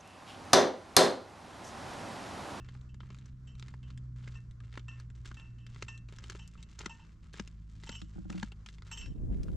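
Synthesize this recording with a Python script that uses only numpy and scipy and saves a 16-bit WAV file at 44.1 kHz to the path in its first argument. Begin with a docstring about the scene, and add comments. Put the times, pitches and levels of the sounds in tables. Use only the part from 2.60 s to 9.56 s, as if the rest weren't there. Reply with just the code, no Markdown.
"""Sandals slap and crunch as two people walk toward a low camera on a stony dirt road.
Heels thump, stones snap and grit crackles under the soles, while metal dishes in a carried load
knock together and ring with the stride. The first walker passes close and rocks the camera's stand.
Behind them a distant engine drones and slows in a light breeze; at the end a gust buffets the mics."""
import sys
import numpy as np
from scipy import signal
from scipy.fft import rfft, irfft
from scipy.io import wavfile
from scipy.ndimage import uniform_filter1d

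SR = 44100
rng = np.random.default_rng(int(sys.argv[2]) if len(sys.argv) > 2 else 0)


def wav_record(signal):
    """Record a signal, one row per channel, as 16-bit PCM in the file named by sys.argv[1]."""
    frames = np.transpose(np.atleast_2d(signal))
    bounded = np.clip(frames, -1, 1)
    # unit amplitude maps onto the largest positive 16-bit level
    quanta = np.round(bounded * 32767).astype(np.int16)
    wavfile.write(sys.argv[1], SR, quanta)


N = 307068
TIME = np.arange(N) / SR

# Sandal hits: start_s, level_db, treble_tilt_db_per_octave, heel_thump_db
FOOTFALLS = [(1.675, -43.5, 0.5, -57), (2.174, -38, -1.5, -66), (2.713, -45, -3.5, -53),
             (3.223, -34.5, 1.5, -56), (4.259, -32.5, 2.5, -42), (4.796, -34.5, 0, -33.5),
             (5.292, -37, 1.5, -40.5), (5.7, -42, 2.5, -74), (5.828, -34, -1, -31)]
# Papery tone of a slap: freq_hz, gain_db
SLAP_EQ = [(150, 1.5), (330, 4), (600, 1), (850, -5), (1300, 4.5), (2200, -1.5), (3500, -7), (7200, -13),
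           (8600, -20.5), (14000, -45)]
def sandals(edge_db=-5, flat_db=-6, heel_db=8, touch_db=-17, touch_s=0.0031, build_s=0.0018):
    """Each sole touches the grit, then slaps down, edge first and flat after, over a low heel thump."""
    out, t = np.zeros(N), np.arange(SR // 5) / SR
    thump = mode(t, 196, 0.039) + amp(-15.5) * mode(t, 305, 0.039)  # the ground and the stand shake
    thump *= 1 - np.exp(-t / 0.0034)
    for s, db, tilt_db, thump_db in FOOTFALLS:
        tone = colour(SLAP_EQ, tilt_db=tilt_db, ripple_db=2)
        touch = crack(touch_s, tone, spike_db=-7.5, tail_db=-26, tail_s=0.005)
        edge = crack(build_s, tone, spike_db=7.5, tail_db=-18.5, tail_s=0.004)
        flat = crack(build_s, tone, spike_db=-0.5, tail_db=-26, tail_s=0.011)
        add(out, s - touch_s, amp(db + touch_db) * touch)
        add(out, s, amp(db + edge_db) * edge)
        add(out, s + 0.002, amp(db + flat_db) * flat)
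        add(out, s + 0.0024, amp(thump_db + heel_db) * thump)
    return out


def crack(build_s, tone, spike_db, tail_db, tail_s):
    """A cluster of tiny impacts builds and collapses, trailing a spray of grit; peak 2 ms rms is 1."""
    t = np.arange(SR // 12) / SR
    progress = t / build_s
    cluster = np.e * progress ** 2 * np.exp(-progress ** 2)
    spray = amp(tail_db) * np.exp(-t / tail_s) * (1 - np.exp(-progress))
    impacts = rng.standard_normal(len(t)) * amp(spike_db * rng.standard_normal(len(t)))
    burst = signal.fftconvolve((cluster + spray) * impacts, tone)
    return burst / np.sqrt(uniform_filter1d(burst ** 2, size=88).max())


# Larger stones snapping underfoot: start_s, level_db, treble_tilt_db_per_octave
STONE_SNAPS = [(0.087, -51.5, -1), (0.15, -52.5, -3.5), (0.212, -62.5, 9), (0.343, -57, 1),
               (0.404, -47.5, -2), (0.432, -55.5, -13), (0.503, -51, -7), (0.545, -52.5, 1),
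               (0.586, -57, 4), (0.657, -61, 18), (0.952, -60.5, 4.5), (0.996, -50.5, 3),
               (1.025, -46, -0.5), (1.082, -51, 1.5), (1.139, -49, -7.5), (1.303, -54, 2.5),
               (1.375, -53.5, 3.5), (1.91, -61, 6.5), (2.003, -55, -1), (2.126, -53.5, -2),
               (2.139, -53.5, -3.5), (2.154, -51.5, -1), (2.194, -52, -2.5), (2.399, -50.5, 3),
               (2.501, -57.5, -1.5), (2.655, -50.5, 0), (2.743, -56, 5), (2.797, -52, 0.5),
               (3.065, -50.5, 0.5), (3.16, -50, -6.5), (3.376, -54.5, 5), (3.487, -54.5, 0.5),
               (3.524, -50, -1), (3.562, -58, 6), (3.585, -47.5, 2.5), (3.639, -45, 0.5), (3.698, -37.5, 1),
               (3.72, -48, -5), (3.75, -46, -4.5), (3.876, -53, 21), (3.953, -55.5, -12), (4.027, -48.5, 8),
               (4.19, -42, 10.5), (4.209, -46.5, -13), (4.733, -54.5, 13), (4.74, -45, -9),
               (4.875, -49.5, 6), (5.235, -46.5, -3.5), (5.416, -47, 0), (5.727, -48, -3.5),
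               (5.778, -48, -1), (5.798, -49.5, 1), (5.919, -50, 0), (6.061, -45, 1), (6.087, -47.5, -0.5),
               (6.183, -54.5, -2), (6.221, -51, -2), (6.459, -51.5, 1), (6.832, -52, 10),
               (6.882, -50.5, -6.5)]
# Hard, clicky tone of a stone: freq_hz, gain_db
STONE_EQ = [(150, -16), (380, 0.5), (700, -7), (1250, 2.5), (2200, 1), (3400, 0), (5000, -6), (7400, -10.5),
            (8700, -16.5), (14000, -34)]
def stones(crumble_db=-3.5, tick_db=4, build_s=0.001199):
    """Stones snap against their neighbours, each with its own resonances: a tick in a short crumble."""
    out = np.zeros(N)
    for s, db, tilt_db in STONE_SNAPS:
        tone = colour(STONE_EQ, tilt_db=tilt_db, ripple_db=3.5)
        crumble = crack(build_s, tone, spike_db=5, tail_db=0.5, tail_s=0.0049)
        add(out, s, amp(db + crumble_db) * crumble)
        add(out, s + build_s, amp(db + tick_db) * tone)
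    return out


# Soles rolling or scuffing over grit: start_s, length_s, level_db, brightness_db_per_octave
SOLE_SCUFFS = [(0.044, 0.12, -80, -4.5), (0.398, 0.29, -81, -4.5), (0.977, 0.16, -79.5, -1.5),
               (1.273, 0.033, -79.5, -2.5), (1.559, 0.22, -76, -3), (2.022, 0.074, -80.5, -4),
               (2.127, 0.043, -75.5, -2), (2.306, .1, -79, -3.5), (2.548, 0.03, -77.5, 0.5),
               (2.647, 0.017, -66.5, 0), (2.72, 0.14, -83, -4.5), (3.086, 0.22, -75.5, -2),
               (3.482, 0.19, -77, -4), (3.622, .15, -70.5, -0.5), (3.803, .22, -82, 0.5),
               (4.085, 0.044, -71.5, -1), (4.185, 0.051, -65, -5.5), (4.31, .22, -83, -1),
               (4.622, 0.042, -78.5, -2.5), (4.728, .06, -66, -0.5), (5.088, 0.21, -81, 5.5),
               (5.223, 0.16, -73, 4.5), (5.433, 0.33, -84, 6), (5.689, 0.17, -71, -1),
               (6.067, 0.071, -77, 4.5), (6.247, 0.22, -72.5, -1.5), (6.702, 0.24, -82, -5)]
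def sole_pressure(press_s=0.0032, release_s=0.026, settle_db=-12, settle_s=0.22, shuffle_db=-99):
    """Level and brightness of the crunch: each scuff presses, holds and lets go; grit trickles on."""
    power = np.full(N, amp(shuffle_db) ** 2)  # faint grind between steps
    brightness, t = np.zeros(N), np.arange(SR) / SR
    for s, length_s, db, tilt_db in SOLE_SCUFFS:
        lifted_s = np.maximum(t - length_s, 0)
        decay = np.exp(-lifted_s / release_s) + amp(settle_db) * np.exp(-lifted_s / settle_s)
        scuff_power = (amp(db) * np.minimum(t / press_s, 1) * decay) ** 2
        add(power, s, scuff_power)
        add(brightness, s, scuff_power * tilt_db)
    return np.sqrt(power), brightness / power


# Tone of the crunch: freq_hz, gain_db
GRIT_EQ = [(200, 1), (450, 3), (780, -3.5), (1300, 5), (2200, 3.5), (3400, 3.5), (5000, 1), (7400, 0),
           (8700, -4), (14000, -25)]
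def grit(level_db=4, grains_per_s=1800, spread_db=5, sand_db=-10, decay_cycles=0.43, clumps_db=2):
    """Grains of many sizes crackle in clumps under the rolling sole, over a hiss of sand."""
    weight, tilt_db = sole_pressure()
    grains, t = np.zeros(N), np.arange(SR // 100) / SR
    pitches_hz = np.geomspace(900, 12000, 20)
    for hz in pitches_hz:
        strength = amp(spread_db * np.minimum(rng.exponential(1, N), 3.4))
        hits = rng.random(N) < grains_per_s / len(pitches_hz) / SR
        # small grains tick higher and shorter
        tick = np.sin(2 * np.pi * hz * t) * np.exp(-t * hz / decay_cycles) * hz
        grains += signal.oaconvolve(strength * hits, tick)[:N] * amp(tilt_db * np.log2(min(hz, 7000) / 4200))
    sand = amp(sand_db) * rng.standard_normal(N)
    crunch = signal.oaconvolve(unit(grains) + sand, colour(GRIT_EQ))[:N]
    return amp(level_db) * weight * unit(crunch * amp(clumps_db * drift(45)))


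# Dish knocks: start_s, ring_db, place (0 wall, 1 rim), hollow_body_db, overtones_db, rattle_s
DISH_KNOCKS = [(0.0014, -67, 0.091, -26, -40, 0.051), (0.29, -71, 0.47, -23, -20, 0.029),
               (0.8719, -69.5, 0.79, -29, -9, 0.044), (1.229, -69.5, 0.66, -31, -26, .045),
               (1.7527, -58, 0, -21, -20, 0.0085), (2.2821, -51, 0.12, -30, -21.5, 0.029),
               (2.7689, -56, .08, -19, -22.5, 0.047), (2.982, -71, 0.56, -35, -21, 0.069),
               (3.2824, -47.5, 0.15, -19, -17.5, 0.027), (3.792, -61, 0.67, -10, -13.5, 0.029),
               (3.9757, -67.5, 0.46, -11, -18, 0.052), (4.2951, -52, 0.3, -5, -17.5, 0.026),
               (4.3945, -66.5, 0.47, -2.5, -23, .03), (5.2699, -59, .7, -2.5, -11, 0.034),
               (5.3164, -59, 0.86, -32, -5, .045), (5.3498, -60, 0.87, -36, -5, 0.019),
               (6.314, -49, 0.55, -11.5, -7.5, 0.027), (6.3735, -55, 0.73, -25, -4, 0.038),
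               (6.4112, -60, 0.81, -34, -23, 0.033)]
# Ringing modes of the metal: pitch_hz, level_db, t60_s
DISH_MODES = [(916, -2.5, 0.072), (1076, -6.5, 0.087), (1352, -1, 0.017), (1802, -0.5, 0.23),
              (2680, -5.5, 0.17), (2810, -16.5, 0.098), (2930, -4, 0.16), (2940, -8, 0.11),
              (3107, 2.5, 0.081), (5460, -4, 0.16), (5730, -7, 0.16), (6330, -8, .14), (6430, -12, 0.13),
              (6600, -18, 0.13), (7560, 0.5, 0.046), (7630, -7.5, 0.048), (12000, -11.5, .1)]
# Splits between the body, wall, main ring, rim, overtone and top modes: freq_hz
MODE_SPLITS = [1000, 2200, 2850, 4000, 10000]
def dishes(scrape_db=-14, bounce_db=-6, bounces_per_s=300, hard_knock_db=-54):
    """A knock and a loose rattle of bounces keep the metal ringing; knocks near the rim are brighter."""
    out, t = np.zeros(N), np.arange(SR * 2 // 5) / SR
    for s, db, place, body_db, overtones_db, rattle_s in DISH_KNOCKS:
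        wall_db = np.interp(place, [0, 1], [-12.5, -25.5])
        rim_db = np.interp(place, [0, 1], [-26.5, 1.4])
        contact_db = np.interp(place, [0, 1], [1, 18])
        top_db = 2 * overtones_db + 0.7 * (db - hard_knock_db)  # hard, bright knocks wake the top mode
        family_db = [body_db, wall_db, 0, rim_db, overtones_db, top_db]
        decay = np.exp(-t / rattle_s)
        bounces = amp(bounce_db) * (rng.random(len(t)) < bounces_per_s / SR) * decay
        for hz, mode_db, t60 in DISH_MODES:
            blows = bounces * rng.standard_normal(len(t))  # each bounce lands on another spot
            blows[0] = 1  # the knock itself
            ping = mode(t, hz, t60) * (1 - np.exp(-t / 0.0017))
            ring = signal.fftconvolve(blows, ping)[:len(t)]
            gain = amp(db + mode_db + family_db[np.searchsorted(MODE_SPLITS, hz)])
            add(out, s, gain * ring / np.std(ring[:SR // 30]))
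        friction = unit(rng.standard_normal(len(t)) ** 3) * decay ** 2  # rims scrape where they touch
        scrape = signal.fftconvolve(friction, colour(STONE_EQ))
        add(out, s, amp(db + contact_db + scrape_db) * scrape)
    return out


# Soft thuds on the camera's stand as the first walker passes: start_s, level_db
STAND_KNOCKS = [(5.417, -39), (5.557, -38), (5.581, -33), (5.652, -37), (5.697, -32.5), (5.711, -33),
                (5.745, -31), (5.761, -43), (5.778, -37.5)]
# Dull ring of the stand: pitch_hz, level_db, t60_s
STAND_MODES = [(183.3, -1.5, 0.14), (314.2, -9.5, 0.13), (560.8, -23, 0.063), (770, -10, 0.02),
               (1430, -15.5, 0.018)]
def stand(level_db=1, phase_rad=1.83):
    """Knocks rock the stand, which shakes the two microphones out of step."""
    left, t = np.zeros(N), np.arange(SR // 5) / SR
    knock = sum(amp(db) * mode(t, hz, t60) for hz, db, t60 in STAND_MODES) * (1 - np.exp(-t / 0.0033))
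    for s, db in STAND_KNOCKS:
        add(left, s, amp(db + level_db) * knock)
    right = (signal.hilbert(left) * np.exp(1j * phase_rad)).real
    return np.array([left, right])


# Low buffeting of the gust: freq_hz, gain_db
BUFFET_EQ = [(12, -32), (20, -6), (49, 1), (206, -13), (305, -18.5), (401, -26), (437, -28), (1100, -53),
             (1200, -69), (1560, -89), (2640, -120)]
# Air rushing past the microphones: freq_hz, gain_db
RUSH_EQ = [(300, 20), (600, 2.5), (1400, -13), (3000, -15), (8000, -3.5), (11000, -1), (14000, -5.5)]
def gust(start_s=6.32, full_s=6.63, level_db=-36.5, rise_db_per_s=56, lumps_db=3.5, hiss_db=-65):
    """A gust builds and holds, hitting each microphone in lumps of its own; its hiss builds slower."""
    buffets = noise(BUFFET_EQ, likeness=0.067)
    buffets = unit(buffets * amp(lumps_db * np.array([drift(100), drift(42)])))
    onset = np.clip((TIME - start_s) / 0.14, 0, 1)
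    climb_db = rise_db_per_s * np.minimum(TIME - full_s, 0)
    accent_db = 5.5 * np.exp(-((TIME - 6.726) / 0.022) ** 2)  # one hard buffet
    hiss = np.clip((TIME - start_s) / 0.8, 0, 1) * noise(RUSH_EQ, likeness=0.66)
    return amp(level_db + climb_db + accent_db) * onset * buffets + amp(hiss_db) * hiss


# The engine slowly winding down: time_s, firing_rate_hz, swell_db
ENGINE_RUN = [(0, 62.67, -2), (.41, 63.68, 1), (.7, 63.9, 0.5), (1.35, 62.4, 3), (1.66, 61.76, 2.5),
              (2.05, 58.7, -3.5), (2.33, 60, 0), (3.05, 59.2, -4), (3.77, 57.43, -3), (4.2, 55.52, -4),
              (4.69, 53.93, -4.5), (5, 52.8, 0.5), (5.7, 53, 1.5), (6.35, 52.05, -2)]
# Exhaust resonances that the harmonics slide across: freq_hz, gain_db
EXHAUST_EQ = [(52, -52), (58, -50), (64, -56.5), (104, -58), (113, -58.5), (117, -48), (125, -50),
              (130, -54), (158, -61.5), (171, -58), (180, -78), (190, -66.5), (250, -73.5)]
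def engine(level_db=-1, waver=0.18, harmonics=4):
    """Only the lowest harmonics of a distant exhaust carry this far, wavering on the way."""
    firing_hz, swell_db = (np.interp(TIME, np.transpose(ENGINE_RUN)[0], column)
                           for column in np.transpose(ENGINE_RUN)[1:])
    cycles = np.cumsum(firing_hz * (1 + 0.0026 * drift(6))) / SR
    drone = np.zeros(N)
    for k in range(1, harmonics + 1):
        gain = amp(curve_at(EXHAUST_EQ, k * firing_hz)) * (1 + waver * drift(11))
        drone += gain * np.sin(2 * np.pi * (k * cycles + rng.random()))
    return np.sqrt(2) * amp(level_db + swell_db) * drone * amp([[-0.3], [0.3]])


# Low bed of the breeze: freq_hz, gain_db
BREEZE_EQ = [(20, -2), (35, 4), (70, 3.5), (120, -3), (180, -5), (250, -16), (340, -21), (500, -47),
             (1000, -54.5)]
# Open-air hush, ahead of its low cut: freq_hz, gain_db
HUSH_EQ = [(12, -28), (20, 2), (54, 5.5), (118, -11), (223, -22), (280, -27), (541, -40), (922, -46),
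           (1020, -37), (1420, -38), (2300, -48.5), (2740, -55.5), (5580, -52.5), (7570, -56), (8590, -61),
           (11200, -82), (18900, -120)]
def breeze(rumble_db=-54, hush_db=-73.5):
    """A light breeze rumbles and eases a little, under a wavering open-air hush."""
    ease_db = np.interp(TIME, [0, 3, 4.5], [-0.7, -1.5, -2.5])
    rumble = noise(BREEZE_EQ) * amp(rumble_db + 0.68 * drift(4.9) + ease_db)
    low_cut = signal.butter(2, 300, "high", fs=SR, output="sos")
    hush = unit(signal.sosfilt(low_cut, noise(HUSH_EQ)))
    return rumble + amp(hush_db + 2.3 * drift(6.5)) * hush


# How alike the wind is left and right: freq_hz, correlation (0 to 1)
STEREO_LIKENESS = [(30, 1), (70, 0.91), (130, 1), (300, 0.81), (700, 0.5), (1400, 0.2), (6000, 0.6),
                   (12000, 0)]
def noise(eq, likeness=1):
    """Shaped stereo noise of rms 1; lower likeness makes it wider."""
    hz = np.fft.rfftfreq(N, 1 / SR)
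    left, independent = rfft(rng.standard_normal((2, N)))
    shared = np.clip(likeness * curve_at(STEREO_LIKENESS, hz), 0, 1)
    right = shared * left + np.sqrt(1 - shared ** 2) * independent
    return unit(irfft(np.array([left, right]) * amp(curve_at(eq, hz)), N))


def roadside(x, wet_db, t60):
    """Stones, banks and a block wall scatter a short echo, different in each channel."""
    t = np.arange(SR // 3) / SR
    taps = rng.standard_normal((2, len(t))) * (rng.random((2, len(t))) < 0.06)
    taps *= amp(-60 * t / t60) * (t > 0.001)
    return x + amp(wet_db) * signal.fftconvolve(x[None], taps / np.linalg.norm(taps[0]), axes=1)[:, :N]


def colour(eq, tilt_db=0, ripple_db=0, size=1024):
    """Minimum-phase click of energy 1 from an EQ curve, a tilt per octave and random resonances."""
    hz = abs(np.fft.fftfreq(size, 1 / SR))
    knots_hz = np.geomspace(700, 14000, num=18)
    ripple = ripple_db * np.interp(hz, knots_hz, rng.standard_normal(len(knots_hz)))
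    tilt = tilt_db * np.log2(np.clip(hz, 1200, 6500) / 3000)
    log_gain = np.log(amp(curve_at(eq, hz) + ripple + tilt))
    click = np.fft.ifft(np.exp(np.conj(signal.hilbert(log_gain)))).real[:size // 2]
    return click / np.linalg.norm(click)


def mode(t, hz, t60):
    """A sine that dies by 60 dB in t60 seconds."""
    return np.sin(2 * np.pi * hz * t) * amp(-60 * t / t60)


def drift(rate_hz):
    """Random wander of rms 1, rolled off above rate_hz."""
    hz = np.fft.rfftfreq(N, 1 / SR)
    return unit(irfft(rfft(rng.standard_normal(N)) / (1 + (hz / rate_hz) ** 4), N))


def curve_at(points, hz):
    """Reads a curve on a log-frequency axis."""
    knots_hz, values = np.transpose(points)
    return np.interp(np.log(hz + 1), np.log(knots_hz + 1), values)


def add(mix, start_s, sound):
    """Lays a sound into the mix."""
    part = mix[max(round(start_s * SR), 0):][:len(sound)]
    part += sound[:len(part)]


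def amp(db):
    """Decibels to gain."""
    return 10 ** (np.asarray(db) / 20)


def unit(x):
    """Scales to rms 1."""
    return x / np.sqrt(np.mean(x ** 2) + 1e-20)


def scene():
    """The walkers, nearly straight ahead, over the engine and the wind."""
    feet = roadside(sandals() + stones() + grit(), wet_db=-6.5, t60=0.037)
    load = roadside(dishes(), wet_db=-9.5, t60=0.021) * amp([[-0.5], [0.5]])
    return feet + load + stand() + engine() + breeze() + gust()


# Tone of the microphones: freq_hz, gain_db
MIC_EQ = [(20, 1.5), (7600, 3.5), (8800, -2), (11000, -3.5), (14500, -3.5)]
def record(dry, cutoff_hz=14900):
    """The microphones soften the top end, then a steep low-pass closes it off."""
    heard = irfft(rfft(dry) * amp(curve_at(MIC_EQ, np.fft.rfftfreq(N, 1 / SR))), N)
    low_pass = signal.firwin(511, cutoff_hz, window=("kaiser", 9), fs=SR)
    return signal.oaconvolve(heard, low_pass[None], "same")


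dry = scene()
out = record(dry)
wav_record(out)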